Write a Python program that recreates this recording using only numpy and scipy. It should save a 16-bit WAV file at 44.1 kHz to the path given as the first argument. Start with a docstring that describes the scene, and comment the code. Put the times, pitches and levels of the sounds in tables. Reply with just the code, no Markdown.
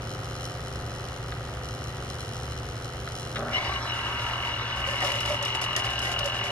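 """Pod coffee machine on a stone counter

A water pump with three valves knocks while the thin stream breaks into drops that tick and ring the glass.
A relay clicks, an air pump takes over with a throbbing whine, and the spout spits and gurgles.
Pumps and drops are timed clicks that ring resonances; the spout is shaped noise and short gliding tones.
The kitchen hums and rumbles behind. A two-port microphone stands close by.
"""
import sys
import numpy as np
from scipy import signal
from scipy.fft import rfft, irfft
from scipy.io import wavfile
from scipy.ndimage import uniform_filter1d

SR = 44100
rng = np.random.default_rng(int(sys.argv[2]) if len(sys.argv) > 2 else 0)


def master(y):
    """Save y as 16-bit WAV."""
    cut = np.clip(np.atleast_2d(y).T, -1, 1)
    pcm = np.round(cut * 32767)  # scale
    wavfile.write(sys.argv[1], SR, pcm.astype(np.int16))


N = 287071
T = np.arange(N) / SR  # time of every sample in seconds

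# Rings of the air pump's case: pitch_hz, width_hz, level_db
AIR_CASE = [(922, 99, -1), (966, 50, 4), (1107, 104, 0), (1265, 101, -0.5), (1480, 110, -1),
            (1570, 153, -4.5), (1776, 110, -4.5)]
# Rings of loose plastic: pitch_hz, width_hz, level_db
RATTLE = [(1984, 183, 0.5), (2230, 200, 0), (2460, 83, -5), (2570, 60, -13.5)]
# Rings of the tank: pitch_hz, width_hz, level_db
BELLY = [(366, 103, -10), (558, 38, 3.5), (596, 93, 0), (763, 62, -2)]
# Gushes of air through froth at the spout: start_s, length_s, level_db
GUSHES = [(3.501, 0.99, -53.5), (4.756, 0.051, -48.5), (4.852, 0.13, -45.5), (5.014, 0.086, -37.5),
          (5.128, 0.17, -45), (5.263, 0.09, -46), (5.457, 0.041, -46), (5.541, 0.0089, -38),
          (5.61, 0.031, -37.5), (5.758, 0.041, -38), (5.834, 0.026, -40), (5.898, 0.053, -45.5),
          (6.018, 0.11, -40.5), (6.244, 0.05, -45), (6.335, 0.042, -44.5), (6.438, 0.05, -43)]


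def gain_of(db):
    """Turns decibels into a gain."""
    return np.exp(np.asarray(db) * np.log(10) / 20)


def evened(x):
    """Scales a signal to rms 1."""
    return x / np.sqrt(np.mean(x ** 2) + 1e-20)


def read(points, hz):
    """Reads a spectrum table, with straight lines between its points on a log-frequency axis."""
    f, value = np.transpose(points)
    return np.interp(np.log(hz + 1), np.log(f + 1), value)


def curve(rows, count, silent=None):
    """One column of a time table at every sample; outside the table it holds or takes the silent value."""
    rows = np.array(rows)
    return np.interp(T, rows[:, 0], rows[:, count], silent, silent)


def ring(x, modes):
    """Things ring at their own pitches: two-pole resonances of alternating sign, scaled to rms 1."""
    total = 0
    for k, (hz, width, db) in enumerate(modes):
        b, a = signal.iirpeak(hz, hz / width, SR)
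        total = total + (-1) ** k * gain_of(db) * signal.lfilter(b, a, x)
    return evened(total)


def slow(rate):
    """Slow chance: noise smoothed twice over 1 / rate seconds, scaled to rms 1."""
    size = int(SR / rate)
    once = uniform_filter1d(rng.standard_normal(N), size)
    return evened(uniform_filter1d(once, size))


def spread(alike):
    """Noise from a wide source: the two ports hear it only partly alike."""
    a, b = rng.standard_normal((2, N))
    alike = np.clip(alike, 0, 1)
    return np.array([a, alike * a + np.sqrt(1 - alike ** 2) * b])


def swell(s, half, db):
    """A bell-shaped rise and fall around its peak time."""
    return gain_of(db) * np.exp(-.5 * ((T - s) / half) ** 2)


def bursts(events, alike, rise):
    """Noise bursts with a quick front, each dying at its own speed."""
    shape = 0
    for s, db, t60 in events:
        fading = gain_of(db - 60 * np.abs(T - s) / t60)
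        shape = shape + fading * np.clip((T - s) / rise, 0, 1)
    return shape * spread(alike)


def turns_of(speed, angle):
    """Shaft angle in turns: the summed speed, with the given angle at the table's first row."""
    turns = np.cumsum(curve(speed, count=1)) / SR
    return turns - turns[round(speed[0][0] * SR)] + angle


def knocks(turns, valves, spread_db, puff_s, puff_db, flow_db, alike):
    """A click at each valve's place in the turn, a puff of noise after it, and steady flow noise."""
    hits = 0
    for place, db in valves:
        passed = np.floor(turns - place)
        hits = hits + gain_of(db) * np.diff(passed, prepend=passed[0])
    hits = hits * gain_of(spread_db * rng.standard_normal(N))  # no two blows are equally strong
    puff_shape = signal.lfilter([1], [1, -np.exp(-1 / (puff_s * SR))], hits)
    puffs = puff_shape * spread(alike)
    return evened(hits) + gain_of(puff_db) * evened(puffs) + gain_of(flow_db) * spread(alike)


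def orders(turns, table, waver_db):
    """Sines on whole multiples of the shaft speed, each swelling and fading a little."""
    total = 0
    for multiple, db in table:
        level = np.sqrt(2) * gain_of(db + waver_db * slow(9.2))
        total = total + level * np.sin(2 * np.pi * (round(multiple) * turns + rng.random()))
    return total


def kitchen():
    """Low rumble in a few room modes over a diffuse floor, and steady mains hum."""
    # Mains hum: pitch_hz, level_db
    hum_tones = [(120, -41), (240, -71.5)]
    # Room modes: pitch_hz, width_hz, relative level_db
    rumble_modes = [(59, 10.4, -6.5), (68.7, 8.7, -2), (85, 7, -7), (108.3, 9.4, -2.5), (718, 41, -24)]
    # Diffuse floor: pitch_hz, relative level_db per Hz
    floor_spectrum = [(20, -22), (45, -17), (150, -17.5), (300, -19), (700, -22.5), (1700, -25),
                      (4000, -34.5), (9000, -50), (12000, -42.5), (13500, -97), (16000, -90)]
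    # Left-right likeness: pitch_hz, likeness (1 alike, 0 unrelated, -1 opposite)
    likeness = [(20, .99995), (60, .9998), (110, .999), (150, .99), (380, 0.75), (950, 0.64), (2380, -0.3),
                (5980, 0.9), (15000, -.9)]
    hz = np.fft.rfftfreq(N, 1 / SR)
    power = gain_of(read(floor_spectrum, hz)) ** 2
    for f, width, db in rumble_modes:
        power += gain_of(db) ** 2 / (1 + (2 * (hz - f) / width) ** 4)
    a, b = rfft(rng.standard_normal((2, N)))
    same = np.clip(read(likeness, hz), -1, 1)
    pair = np.array([a, same * a + np.sqrt(1 - same ** 2) * b])
    floor = evened(irfft(np.sqrt(power) * pair, N))
    hum = sum(np.sqrt(2) * gain_of(db) * np.sin(2 * np.pi * f * T) for f, db in hum_tones)
    return gain_of(-38) * floor, hum


def water_pump():
    """Three valves knock on their seats each turn; flow noise fills the case; the motor drones."""
    # Shaft speed: time_s, turns_per_s
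    speed = [(0.0, 25.02), (0.42, 24.84), (0.84, 24.62), (1.26, 24.46), (1.68, 24.36), (2.1, 24.23),
             (2.52, 24.03), (2.94, 24.03), (3.07, 24.55), (3.3, 24.6), (3.4, 25.1)]
    # Valves: place_in_turn (0 to 1), level_db
    valves = [(.975, -6), (.29, -5), (.625, 0)]
    # Ring of a valve seat: pitch_hz, width_hz of one stage, level_db
    seat = [(1300, 480, 0)]
    # Rings of the case: pitch_hz, width_hz, level_db
    case_modes = [(340, 47, -12), (570, 57, 1), (693, 164, -3.5), (778, 61, 2.5), (1913, 52, -1)]
    # Running level of the whole pump: time_s, level_db
    running_level = [(0, 0), (1.5, -0.5), (3.3, -1), (3.5, 3), (3.56, -35)]
    # Motor tones: multiple of the shaft speed, level_db before the running level
    motor_tones = [(6, -46.5), (9, -58), (11, -61), (12, -62), (13, -61), (15, -55), (16, -52), (18, -57),
                   (20, -58), (21, -50), (22, -62), (23, -59), (28, -59), (29, -60), (32, -65), (35, -65),
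                   (38, -65)]
    turns = turns_of(speed, angle=-.161)
    slack = .002 * slow(70)  # in turns: valves land a little early or late
    blows = knocks(turns + slack, valves, spread_db=.6, puff_s=.001, puff_db=-18, flow_db=-20, alike=.7)
    knock = ring(ring(ring(blows, seat), seat), seat)  # three stages round the knock
    filling = knocks(turns + .1, valves, spread_db=2.0, puff_s=.03, puff_db=4.1, flow_db=.17, alike=.84)
    case = ring(filling, case_modes)
    running = gain_of(curve(running_level, count=1))
    body = gain_of(-47) * knock + gain_of(-49.5) * case
    return running * body, running * orders(turns, motor_tones, waver_db=1.0)


def stream():
    """The stream pinches into drops at a wavering rate; each ticks and rings the glass."""
    # Loudness of the drops: time_s, level_db
    drop_level = [(0, -49.5), (.14, -44.5), (.17, -49), (.33, -46.5), (.45, -44), (.62, -48), (1.2, -48),
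                  (1.5, -49.5), (1.84, -47), (2.18, -47.5), (2.22, -45), (2.45, -48), (3.01, -48.5),
                  (3.17, -43.5), (3.22, -47.5), (3.36, -45.5), (3.46, -51), (3.5, -46)]
    # Rings of the air above the drink and of the rim: pitch_hz, width_hz, level_db
    glass = [(2786, 44, -2), (3030, 110, -0.5), (3430, 140, -8), (4010, 160, -4.5), (4150, 120, -1.5),
             (4600, 100, -13), (5096, 92, -2), (5490, 80, -4), (6000, 71, -1), (6870, 790, -20.5)]
    # 94 drops a second at the start, .9 a second fewer each second, wandering by 2.5 percent rms
    rate = (94 - .9 * T) * (1 + .025 * slow(8))
    drops = np.cumsum(rate) / SR
    drive = knocks(drops, [(0, 0)], spread_db=2.2, puff_s=.002, puff_db=-9, flow_db=-18, alike=.5)
    tick_band = signal.butter(4, [6500, 11800], "bandpass", fs=SR, output="sos")
    tick = evened(signal.sosfilt(tick_band, drive))
    flicker_db = 2 * np.tanh(slow(51))
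    level = gain_of(curve(drop_level, count=1, silent=-120) + flicker_db)
    # The unbroken part of the stream hisses in the lowest glass rings.
    pour = gain_of(-58) * (T < drop_level[-1][0]) * ring(spread(.19), glass[:2])
    return pour + level * (ring(drive, glass) + gain_of(-5.0) * tick)


def clicks():
    """Relay, creaking plastic and one hard slap of the air pump's valve: a sharp crack and a short rustle ring
    the housing."""
    # Clicks, creaks and a valve slap: start_s, relative level_db, rustle_t60_s (time to fall 60 dB)
    click_events = [(1.3215, 3, .012), (3.0745, 0, .016), (3.357, 2, .05), (3.366, -1, .045),
                    (3.406, -1, .012), (3.483, -6, .015), (5.549, 3, .015), (5.7643, -5, .025)]
    # Rings of the plastic housing, passed twice: pitch_hz, width_hz and level_db of one pass
    housing = [(520, 300, -5), (850, 500, -5), (1350, 600, 0), (2050, 700, 0), (2900, 800, -1),
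               (4000, 1200, -5)]
    cracks = np.zeros(N)
    for s, db, _ in click_events:
        cracks[round(s * SR)] = gain_of(db + 8)
    rustle = bursts(click_events, alike=.99, rise=.00011)
    return gain_of(-54.5) * ring(ring(cracks + rustle, housing), housing)


def churn():
    """The starting air pump churns water: uneven quick blows ring two pockets that rise in pitch."""
    # Churning: time_s, blows_per_s, level_db, pitch as a multiple of the pocket's pitch
    churn_course = [(3.36, 105, -60, .9), (3.372, 110, -39, .92), (3.45, 118, -39, 1.0),
                    (3.5, 122, -40, 1.08), (3.54, 122, -45, 1.12), (3.6, 122, -70, 1.15)]
    # Water pockets: pitch_hz, width_hz, relative level_db
    pockets = [(560, 260, -1), (1300, 380, 1)]
    turns = np.cumsum(curve(churn_course, count=1) * (1 + .12 * slow(60))) / SR
    blows = knocks(turns, [(0, 0)], spread_db=1.5, puff_s=.003, puff_db=-3, flow_db=-9, alike=.9)
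    out = 0
    for hz, width, db in pockets:
        # Shift the moving pitch down to zero, smooth there, then shift back up.
        turn = np.exp(2j * np.pi * np.cumsum(hz * curve(churn_course, count=3)) / SR)
        r = np.exp(-np.pi * width / SR)
        smooth = signal.lfilter([1], [1, -2 * r, r * r], blows / turn)
        out = out + gain_of(db) * evened((turn * smooth).real)
    return gain_of(curve(churn_course, count=2, silent=-120)) * out


def gushes():
    """Level of the gushes: each rises fast, fades by half a decibel while it lasts and dies away."""
    total = 0
    for s, length, db in GUSHES:
        fading = gain_of(db - .5 * np.clip((T - s) / length, 0, 1))
        rise = np.clip((T - s) / .0094, 0, 1)
        fall = np.exp(-np.maximum(T - s - length, 0) / .013)
        total = total + fading * rise * fall
    return total


def part_level(surges, gush, on, steady_db, drift_db, excess_db, settle, waver_db, surge_db, gush_db):
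    """A part sets in, settles to a wavering level, and swells with surges and gushes."""
    since = np.maximum(T - on, 0)
    db = steady_db + drift_db * since + excess_db * np.exp(-since / settle) + waver_db * np.tanh(slow(21))
    steady = np.minimum(since / .015, 1) * gain_of(db)  # sets in over 15 ms
    return np.sqrt(steady ** 2 + (gain_of(surge_db) * surges) ** 2 + (gain_of(gush_db) * gush) ** 2)


def air_pump():
    """One strong and two weak valve slaps a turn ring a reed-like whine, case, loose plastic, tank and jet."""
    # Shaft speed: time_s, turns_per_s
    speed = [(3.86, 44.0), (4.19, 43.44), (4.52, 43.54), (4.85, 42.99), (5.18, 44.09), (5.51, 44.05),
             (5.84, 44.02), (6.17, 43.98), (6.5, 43.8)]
    # Valves: place_in_turn (0 to 1), level_db
    valves = [(.553, 0), (.889, -6), (.225, -12)]
    # How far valves land early or late: time_s, slack_turns (rms)
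    slack_course = [(3.5, .009), (4.8, .007), (5.6, .0035), (6.51, .003)]
    # Main whine: pitch_hz, width_hz of one stage, level_db
    whine_modes = [(2878, 150, 0)]
    # Weaker rings beside the whine: pitch_hz, width_hz, level_db among themselves
    side_modes = [(2750, 82, 2), (3124, 45, 4), (3145, 54, 5), (2570, 53, -1)]
    # Water in the line: time_s, flow_noise_db against the slaps, whine_gain_db
    blur_course = [(3.5, -5, -1), (3.92, -5, 2), (4.08, 7, -0.5), (4.38, -15, -2), (4.45, -10, 2),
                   (4.6, 2, -3), (4.9, -13, 0.5), (6.51, -33, -0.5)]
    # Rings of the jet: pitch_hz, width_hz, level_db
    jet_modes = [(3390, 330, 3.5), (4050, 250, 4.5), (4730, 77, 2), (5660, 330, 0)]
    # Groan as the pump starts: time_s, pitch_hz, level_db
    groan_course = [(3.33, 228, -60), (3.37, 232, -61), (3.374, 227, -49), (3.438, 235.4, -41),
                    (3.478, 242, -40.5), (3.58, 236, -54)]
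    # The pump catches three times: peak_s, half_width_s, level_db
    surge_table = [(3.556, 0.026, -30.5), (3.67, 0.035, -32.5), (3.77, 0.021, -37.5)]
    # Whine, case, rattle, belly, jet: start_s, steady_db, drift_db_per_s, first_excess_db, settling_s,
    # most waver_db, surge_gain_db, gush_gain_db
    parts = [(3.855, -34, -0.5, -6, 0.77, 0, -5.5, -24), (3.45, -37, -0.8, -7, 0.11, 1.5, -21, -7.5),
             (3.52, -37.5, -1, -12, 0.27, 2, -1.5, -1), (3.37, -49.5, 0.6, 11.5, 0.36, 1.5, -7.5, -2),
             (3.52, -44.5, -0.03, -1, 0.63, 3, -13, -12)]
    # What is in the line: time_s, content (0 water, 1 froth, 2 air)
    line_content = [(4.95, 0), (5.15, 1), (5.65, 1), (5.85, 2)]
    # Motor tones: multiple of the shaft speed, water_db, froth_db, air_db (while pushing each)
    motor_tones = [(9, -57, -57, -55), (11, -59, -63, -66), (12, -66, -56, -52), (13, -57, -58, -58),
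                   (14, -55, -57, -57), (15, -55, -58, -55), (16, -58, -60, -52), (18, -55, -59, -48),
                   (20, -58, -50, -52), (22, -50, -52, -60), (24, -66, -57, -52), (26, -51, -56, -54),
                   (27, -56, -60, -51), (28, -55, -53, -53), (29, -55, -60, -62), (30, -54, -55, -62),
                   (31, -55, -60, -58), (32, -54, -62, -57), (33, -60, -53, -50), (34, -56, -66, -60),
                   (35, -54, -64, -56), (36, -51, -58, -48), (37, -59, -66, -61), (39, -59, -62, -54),
                   (40, -63, -66, -53), (41, -57, -61, -59), (48, -60, -64, -61), (49, -57, -58, -58),
                   (51, -60, -60, -61)]
    # Motor switching on: time_s, gain_db
    motor_start = [(3.45, -30), (3.6, -6), (3.9, 0), (6.51, 0)]
    turns = turns_of(speed, angle=-.121)

    slack = curve(slack_course, count=1) * slow(130)
    slaps = knocks(turns + slack, valves, spread_db=.6, puff_s=.002, puff_db=-12, flow_db=-16, alike=.7)
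    blur = gain_of(curve(blur_course, count=1))
    slaps = (slaps + blur * spread(.7)) / np.sqrt(1 + blur ** 2)
    once = ring(slaps, whine_modes)
    whine = ring(once, whine_modes) + gain_of(-10) * once  # two stages, with some of the first leaking
    whine = gain_of(curve(blur_course, count=2)) * (whine + gain_of(-8.5) * ring(slaps, side_modes))

    # Settings in order: strength spread dB, puff s, puff dB, flow dB, likeness at the ports.
    case = ring(knocks(turns, valves, .7, .0045, 1, 2.5, .7), AIR_CASE)
    rattle = ring(knocks(turns + .65, valves, 2.5, .0044, .6, -.3, .4), RATTLE)
    belly = ring(knocks(turns + .1, valves, 1.7, .011, 4.1, 1.0, 1.0), BELLY)
    jet = ring(knocks(turns + .068, valves, 2.8, .012, 1.0, 5.8, 1.0), jet_modes)
    surges = sum(swell(*row) for row in surge_table)
    gush = gushes()
    sounds = [whine, case, rattle, belly, jet]
    layers = sum(part_level(surges, gush, *row) * x for row, x in zip(parts, sounds))

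    content = curve(line_content, count=1)
    tones = [(k, np.interp(content, range(len(db)), db)) for k, *db in motor_tones]
    motor = orders(turns + .006 * slow(20), tones, waver_db=3.0)
    motor = gain_of(curve(motor_start, count=1, silent=-120)) * motor

    groan = np.sqrt(2) * np.sin(2 * np.pi * np.cumsum(curve(groan_course, count=1)) / SR)
    groan_level = gain_of(curve(groan_course, count=2, silent=-120))
    return layers + motor + churn(), groan_level * groan


def short_tone(s, half, db, hz, glide):
    """A short gliding tone that flutters; its wobble is quicker the higher it is."""
    wobble = .75 * slow(60 + hz / 15)  # phase in radians
    tone = np.cos(2 * np.pi * (hz + glide * (T - s) / 2) * (T - s) + wobble)
    return swell(s, half, db + 3 * np.tanh(slow(120))) * tone


def spout():
    """Flickering fizz and sharp spits share one colour; short gliding tones squeal through the start-up surges
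    and gurgle later."""
    # Colour of fizz and spits: pitch_hz, relative level_db per Hz
    fizz_colour = [(1940, -12), (3300, 1), (4020, -5), (4830, -3), (5050, -2), (5200, 5), (5400, -4),
                   (6750, -4), (7290, -7.5), (9040, -11.5), (10600, -8), (12100, -14), (15000, -36)]
    # Spits: start_s, level_db, t60_s (time to fall 60 dB)
    spit_events = [(4.8742, -35, 0.04), (4.9555, -43, 0.04), (5.0044, -32, 0.039), (5.1186, -25.5, 0.03),
                   (5.154, -30, 0.027), (5.2044, -27.5, 0.036), (5.2576, -26, 0.024),
                   (5.4249, -28.5, 0.043), (5.4499, -25, 0.033), (5.5536, -27, 0.015), (5.614, -28, 0.036),
                   (5.64, -31, 0.027), (5.661, -42, 0.028), (5.7287, -38, 0.04), (5.7631, -15, 0.019),
                   (5.9023, -33, 0.028), (5.9906, -28, 0.036), (6.0166, -33, 0.044), (6.052, -33, 0.047),
                   (6.1144, -31, 0.031), (6.19, -22.5, 0.027), (6.2416, -33, 0.042), (6.257, -27, 0.04),
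                   (6.3446, -45, 0.033), (6.4386, -34, 0.036)]
    # Air first breaks through the spout: peak_s, half_width_s, level_db
    breakthrough = (5.037, 0.02, -29.5)
    # Short gliding tones: squeals, and the whine and case singing through the start-up surges, then air pockets
    # gurgling in the line: peak_s, half_width_s, level_db, pitch_hz at the peak, glide_hz_per_s
    gurgles = [(3.54, 0.011, -29.5, 2180, -3000), (3.563, .009, -22, 2060, -2000),
               (3.555, 0.011, -25, 2910, 0), (3.671, 0.0061, -29, 2950, 0), (3.762, 0.0075, -31.5, 2900, 0),
               (3.586, .006, -42, 3450, 0), (3.555, 0.024, -41, 5550, 0), (3.59, .01, -46, 4650, 1500),
               (3.665, 0.022, -44, 5430, 0), (3.565, 0.0089, -31, 3050, 2000),
               (3.567, 0.0071, -36, 4100, 0), (3.586, 0.0047, -23.5, 2216, 0),
               (3.588, 0.016, -33.5, 1014, 0), (3.61, 0.004, -30, 2220, 0), (3.672, 0.0075, -36.5, 1010, 0),
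               (3.675, 0.013, -46, 3980, 1500), (3.66, 0.015, -42, 4610, -1000), (3.7, .007, -44, 2260, -3),
               (3.725, 0.0065, -30, 2270, 0), (3.72, 0.018, -32, 1133, 0), (3.765, 0.02, -37, 1100, 0),
               (3.76, .025, -43, 2100, 0), (3.83, .008, -40, 5500, 0), (3.88, 0.043, -41, 3985, -1500),
               (3.9, 0.0074, -38, 5520, 0), (4.885, 0.0095, -34, 557, 0), (4.89, 0.013, -35, 1064, 0),
               (4.93, .015, -33, 567, 2), (4.97, 0.017, -40, 810, 0), (5.025, .012, -31, 1880, -1000),
               (5.035, 0.0096, -31, 760, 0), (5.042, 0.01, -39, 1114, 0), (5.05, 0.013, -36, 573, 0),
               (5.1, 0.011, -32, 550, 0), (5.1, 0.012, -33, 990, 0), (5.15, 0.019, -36.5, 562, 0),
               (5.31, 0.013, -27.5, 584, 0), (5.335, 0.0094, -32, 587, 2), (5.43, 0.016, -37, 1910, 0),
               (5.435, 0.017, -35, 573, 0), (5.77, 0.01, -28, 1880, 0), (6.07, .015, -31, 1910, 0),
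               (6.21, 0.0089, -38, 1120, 0), (6.22, 0.015, -35, 594, 0), (6.265, 0.011, -28, 560, 0),
               (6.5, 0.012, -36, 590, 0)]
    seep = gain_of(-56) * (T > GUSHES[0][0])  # faint fizz that stays on between gushes
    fizz = (gushes() + seep) * gain_of(2.0 * slow(130)) * spread(.47)
    spits = bursts(spit_events, alike=.16, rise=.0014)
    colour = gain_of(read(fizz_colour, np.fft.rfftfreq(N, 1 / SR)))
    colour = colour / np.sqrt(np.mean(colour ** 2))
    bright = irfft(rfft(fizz + spits) * colour, N)
    splutter = ring(spread(.84), BELLY + AIR_CASE + RATTLE[:1])
    splutter = swell(*breakthrough) * gain_of(2.4 * slow(200)) * splutter
    return bright + splutter + sum(short_tone(*row) for row in gurgles)


def ports(x, lead, wet_db, t60):
    """Direct sound reaches the two ports with a phase lead; counter and walls add unlike short tails."""
    # Balance of the direct sound: pitch_hz, left_minus_right_db
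    balance = [(60, 0.0), (150, 0.0), (380, -0.5), (950, 0.5), (2380, 2.0), (5980, 1.5), (15000, 1.0)]
    hz = np.fft.rfftfreq(N, 1 / SR)
    half = gain_of(read(balance, hz) / 2) * np.exp(.5j * read(lead, hz))
    direct = irfft(rfft(x) * np.array([half, 1 / half]), N)
    t = np.arange(8000) / SR
    echoes = rng.standard_normal((2, len(t))) * (rng.random((2, len(t))) < .1)  # sparse reflections
    tail = echoes * gain_of(-60 * t / t60) * (t > .002)
    wet = signal.oaconvolve(x, tail / np.linalg.norm(tail[0]), axes=1)[:, :N]
    return direct + gain_of(wet_db) * wet


def scene():
    """Hum, drone and groan arrive alike at both ports; kitchen noise is wide; the rest has two directions."""
    # Lead from the glass and the water pump: pitch_hz, left_lead_radians
    lead_drink = [(0, 0), (1380, -0.3), (2580, 2.4), (5510, 1.3), (5860, 3.0), (6120, 1.7), (7240, 2.5),
                  (14200, 3.2), (15200, -6.6)]
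    # Lead from the brew head: pitch_hz, left_lead_radians
    lead_head = [(0, 0), (1550, 0.2), (2240, -4.2), (2840, -4.9), (3190, -4.3), (4650, -4.6), (5770, -4.2),
                 (6980, -3.7), (15200, -3.0)]
    floor, hum = kitchen()
    case, drone = water_pump()
    from_drink = ports(case + stream() + clicks(), lead_drink, wet_db=-11, t60=.08)
    pump, groan = air_pump()
    from_head = ports(pump + spout(), lead_head, wet_db=-11, t60=.08)
    return from_drink + from_head + floor + hum + drone + groan


def record(dry):
    """A low-pass darkens the top above 12600 Hz; then a steep band limit cuts at 15655 Hz."""
    darkened = signal.sosfilt(signal.butter(7, 12600, fs=SR, output="sos"), dry)
    band_limit = signal.firwin(511, 15655, window=("kaiser", 9), fs=SR)
    return signal.oaconvolve(darkened, band_limit[None], "same")


dry = scene()
out = record(dry)
master(out)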